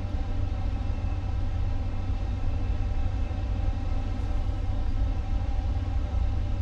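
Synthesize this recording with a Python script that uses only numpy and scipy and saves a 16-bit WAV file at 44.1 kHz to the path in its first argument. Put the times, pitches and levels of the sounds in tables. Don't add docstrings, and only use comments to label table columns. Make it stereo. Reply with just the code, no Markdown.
import sys
import numpy as np
from scipy import signal
from scipy.fft import rfft, irfft, next_fast_len
from scipy.io import wavfile
from scipy.ndimage import uniform_filter1d

SR = 44100
rng = np.random.default_rng(int(sys.argv[2]) if len(sys.argv) > 2 else 0)


def pcm_store(signal):
    levels = np.round(np.clip(np.atleast_2d(signal), -1, 1) * 32767)
    wavfile.write(sys.argv[1], SR, levels.astype(np.int16).T)


N = 291501
N_FFT = next_fast_len(N)
TIME_S = np.arange(N) / SR
HZ = np.maximum(np.fft.rfftfreq(N_FFT, 1 / SR), 1)


def undb(db):
    return 10 ** (np.asarray(db) / 20)


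def along(table, column=1):
    rows = np.array(table, float)
    return np.interp(np.log(HZ), np.log(rows[:, 0]), rows[:, column])


def white():
    return rfft(rng.standard_normal(N_FFT)) * np.sqrt(SR / 2)


def wave(spectra):
    return irfft(spectra, N_FFT)[..., :N]


def delay(ms):
    return np.exp(-2j * np.pi * HZ * ms / 1000)


def walk(rate_hz):
    hold = int(SR / rate_hz)
    steps = np.repeat(rng.standard_normal(N // hold + 1), hold)
    smooth = uniform_filter1d(uniform_filter1d(steps, hold), hold)[:N]
    return smooth / smooth.std()


def pan(pan_db):
    return undb(np.array([pan_db, -pan_db]) / 2)


def shift(centre_s=4.17, length_s=.6):
    return .5 + .5 * np.tanh(2 * (TIME_S - centre_s) / length_s)


def flutter(spectra, edges_hz, rate_hz, depth_db):
    bands = (wave(spectra * ((HZ >= lo) & (HZ < hi))) for lo, hi in zip(edges_hz, edges_hz[1:]))
    return sum(band * undb(depth_db * walk(rate_hz)) for band in bands)


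def tone(hz, width_hz, db, pan_db, clean, waver_db=.8):
    pitch_hz = hz + width_hz / 4 * walk(rate_hz=15)
    sine = np.sqrt(2) * np.sin(2 * np.pi * np.cumsum(pitch_hz) / SR)
    ring = wave(white() / (1 + (2 * (HZ - hz) / width_hz) ** 2))
    blend = np.sqrt(clean) * sine + np.sqrt(1 - clean) * ring / ring.std()
    return np.outer(pan(pan_db), undb(db + waver_db * walk(rate_hz=8)) * blend)


# f/Hz, density/dB
RUMBLE = [(8, -86.5), (15, -55), (22, -40), (35, -47.5), (55, -45), (80, -51), (100, -57.5), (110, -62.5),
          (122, -74), (135, -81.5), (200, -110)]

def airframe_rumble():
    return wave(white() * undb(along(RUMBLE)) * (HZ < RUMBLE[-1][0]))


# t/s, gain/dB
TICKS = [(.0942, -65)]
# f/Hz, level/dB
TICK_MODES = [(6800, -2), (8900, -7), (10200, 2), (11300, -7), (12200, -4)]

def plastic_tick(rise_s=.00058, t60_s=.012):
    age_s = TIME_S[:int(.04 * SR)]
    modes = sum(undb(db) * np.sin(2 * np.pi * hz * age_s) for hz, db in TICK_MODES)
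    envelope = np.minimum(age_s / rise_s, 1) * np.exp(-np.log(1000) * age_s / t60_s)
    out = np.zeros(N)
    for start_s, db in TICKS:
        at = int(start_s * SR)
        out[at:at + len(age_s)] += undb(db) * modes * envelope
    return out


# t/s, length/s, level/dB
RUSTLES = [(4.18, .085, -67.5), (4.34, .07, -75), (4.2, .5, -78), (3.45, 2.1, -76)]
# f/Hz, relative density/dB
RUSTLE_SPECTRUM = [(2500, -8), (5000, 0), (7500, 0), (10000, -11), (12700, -15), (13200, -21), (15000, -22),
                   (15500, -45)]

def rustle(shared_gain=1.2):
    ports = shared_gain * white() + np.array([white(), white()])
    cloth = wave(ports * undb(along(RUSTLE_SPECTRUM)) * (HZ > 1500))
    swell = np.zeros(N)
    for start_s, length_s, db in RUSTLES:
        progress = np.clip((TIME_S - start_s) / length_s, 0, 1)
        swell += undb(db) * np.sqrt(np.sin(np.pi * progress).clip(0))
    return swell * cloth / cloth.std()


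TONE_HZ = (93.2, 243, 269, 297, 594, 759, 789, 799.5, 900, 982, 1108, 1303, 1599, 2122, 3731, 4781, 6385,
           3122, 3462, 3895, 4220, 5062, 5519, 6072)
# width/Hz, level/dB, pan/dB, clean share
TONES = [(2.9, -34, 0.75, 1), (19.74, -57.5, -1.5, 0), (25.7, -55.5, -2, 0.18), (35.87, -55.5, -0.5, 0.05),
         (14.96, -57, 8.5, 0.32), (26.3, -55, -1, 0.05), (14.2, -59, -1, 0.15), (2.12, -59.5, 0, 1),
         (40, -67.5, -1.5, .05), (29.5, -63, 5, 0.2), (28.7, -69, -3.5, 0), (24.8, -65, -11.5, 0.3),
         (30.4, -71.5, 2.5, 0.2), (24.4, -70, 2.5, .1), (50.1, -70.5, -6, .05), (14, -78.5, -2, 0.04),
         (60, -84, -3.5, .05), (30.3, -75, -2, .1), (35, -75, 0.5, .05), (30, -77.5, -4.5, .1),
         (30, -77.5, 0, .05), (30, -83, 1, 0.2), (40, -83, 0, .05), (30, -85, 1, .05)]
WHINE_HZ = (2590, 2637, 2685, 2925)
# width/Hz, level before shift/dB, level after/dB, pan/dB, clean share
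WHINES = [(29.5, -65, -77.5, 2, .1), (26, -66.5, -75, 0, .1), (50.2, -66.5, -75.5, 0, .05),
          (39.9, -86.5, -68.5, -7, 0.1)]
# t/s, fading whines' gain/dB, electrical hum line's gain/dB
SURGES = [(0, -4.5, 5.5), (.6, -2, -1), (1.1, 2, 0.5), (1.4, -5.5, -1.5), (2.2, -1, 0.5), (2.55, 2, -1),
          (3.6, -2.5, 1.5), (4, 3, -1), (4.6, 1, 1), (5.2, 6, 0), (5.5, 3, 10.5), (6.1, 6, 1.5),
          (6.6, 5, -4)]

def fans_and_ducts(hum_hz=799.5, whistle_s=4.9, whistle_half_width_s=.042):
    times_s, *gains_db = np.array(SURGES).T
    whine_db, hum_db = (np.interp(TIME_S, times_s, db) for db in gains_db)
    hums = sum(tone(hz, *row) * undb(hum_db * (hz == hum_hz)) for hz, row in zip(TONE_HZ, TONES))
    whistle = tone(hz=4781, width_hz=5.6, db=-68, pan_db=-7, clean=.7)
    whistle *= np.exp(-((TIME_S - whistle_s) / whistle_half_width_s) ** 2)
    whines = 0
    for hz, (width_hz, before_db, after_db, pan_db, clean) in zip(WHINE_HZ, WHINES):
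        db = before_db + (after_db - before_db) * shift() + whine_db * (before_db > after_db)
        whines += tone(hz, width_hz, db, pan_db, clean)
    return hums + whistle + whines


# f/Hz, density/dB, pan/dB
HISS = [(4900, -125, -8.5), (6800, -114.5, -2), (8200, -115, -9.5), (8240, -119, -2.5), (11000, -126, -7),
        (13500, -130, 2.5), (14900, -131, 3), (15200, -142, -7.5), (16400, -142, -4)]

def high_hiss():
    shared = .55 * white()
    ports = np.array([shared + white(), shared + white()]) * (HZ > HISS[0][0])
    spectra = ports * undb(along(HISS)) * pan(along(HISS, column=2))
    return flutter(spectra, (0, 8400, 10500, 12800, SR), rate_hz=25, depth_db=.8)


# f/Hz, density/dB
AIR_MID = [(60, -77.5), (150, -66), (270, -70), (420, -79), (600, -78.5), (680, -84.5), (790, -80),
           (900, -84.5), (1300, -88.5), (2300, -93), (3300, -96), (4300, -99), (6400, -106), (8000, -120)]
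# f/Hz, density/dB, panel echo share
AIR_SIDE = [(15, -86.5, .1), (90, -79.5, .1), (140, -97, 0), (450, -96, .2), (600, -94, .2),
            (700, -100, 0.2), (1300, -100, .4), (2000, -99, .4), (3300, -103, .3), (4400, -108, .1),
            (5300, -113, .1), (7000, -118, 0.02), (8200, -124, .1)]
# f/Hz, width/Hz, depth 0-1
HOLLOWS = [(225, 14.5, 0.65), (181, 28, 0.35), (339, 50, 0.41), (638, 23, 0.3), (852, 40, 0.35),
           (1070, 52, 0.25)]

def vent_rush(panel_ms=3.77, panel_gain=.5, second_gain=.043, port_ms=.573, port_gain=.61):
    stream = white()
    notches = [1 - depth / (1 + (2 * (HZ - hz) / width_hz) ** 2) for hz, width_hz, depth in HOLLOWS]
    panel_comb = 1 + panel_gain * delay(panel_ms) - second_gain * delay(2 * panel_ms)
    mid = stream * undb(along(AIR_MID)) * np.prod(notches, axis=0) * panel_comb
    echo_share = along(AIR_SIDE, column=2)
    side = np.sqrt(1 - echo_share) * white() - np.sqrt(echo_share) * stream * delay(panel_ms)
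    port_comb = 1 + port_gain * delay(port_ms)
    side *= undb(along(AIR_SIDE)) * port_comb
    spectra = np.array([mid + side, mid - side]) * (HZ < AIR_MID[-1][0] * 1.03)
    return flutter(spectra, (0, 1400, 2800, 5600, SR), rate_hz=16, depth_db=.46)


# t/s, gain/dB
FLOW = [(0, 3.5), (.7, 3.5), (1.5, 3), (2.5, 3.5), (3.3, 3.5), (4.2, 4.5), (4.7, 2), (5.5, 3.5), (6.6, 2.5)]

def cooling_air(swell_db=.15, lift_db=1.5, lift_above_hz=3500):
    flow_db = np.interp(TIME_S, *np.array(FLOW).T) + swell_db * walk(rate_hz=2.4)
    stream = undb(flow_db) * (vent_rush() + high_hiss())
    treble = signal.sosfilt(signal.butter(1, lift_above_hz, "high", fs=SR, output="sos"), stream)
    return stream + (undb(lift_db * shift()) - 1) * treble


def scene():
    return cooling_air() + airframe_rumble() + fans_and_ducts() + plastic_tick() + rustle()


def record(dry):
    return signal.sosfiltfilt(signal.ellip(6, .1, 40, 16350, fs=SR, output="sos"), dry)


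dry = scene()
out = record(dry)
pcm_store(out)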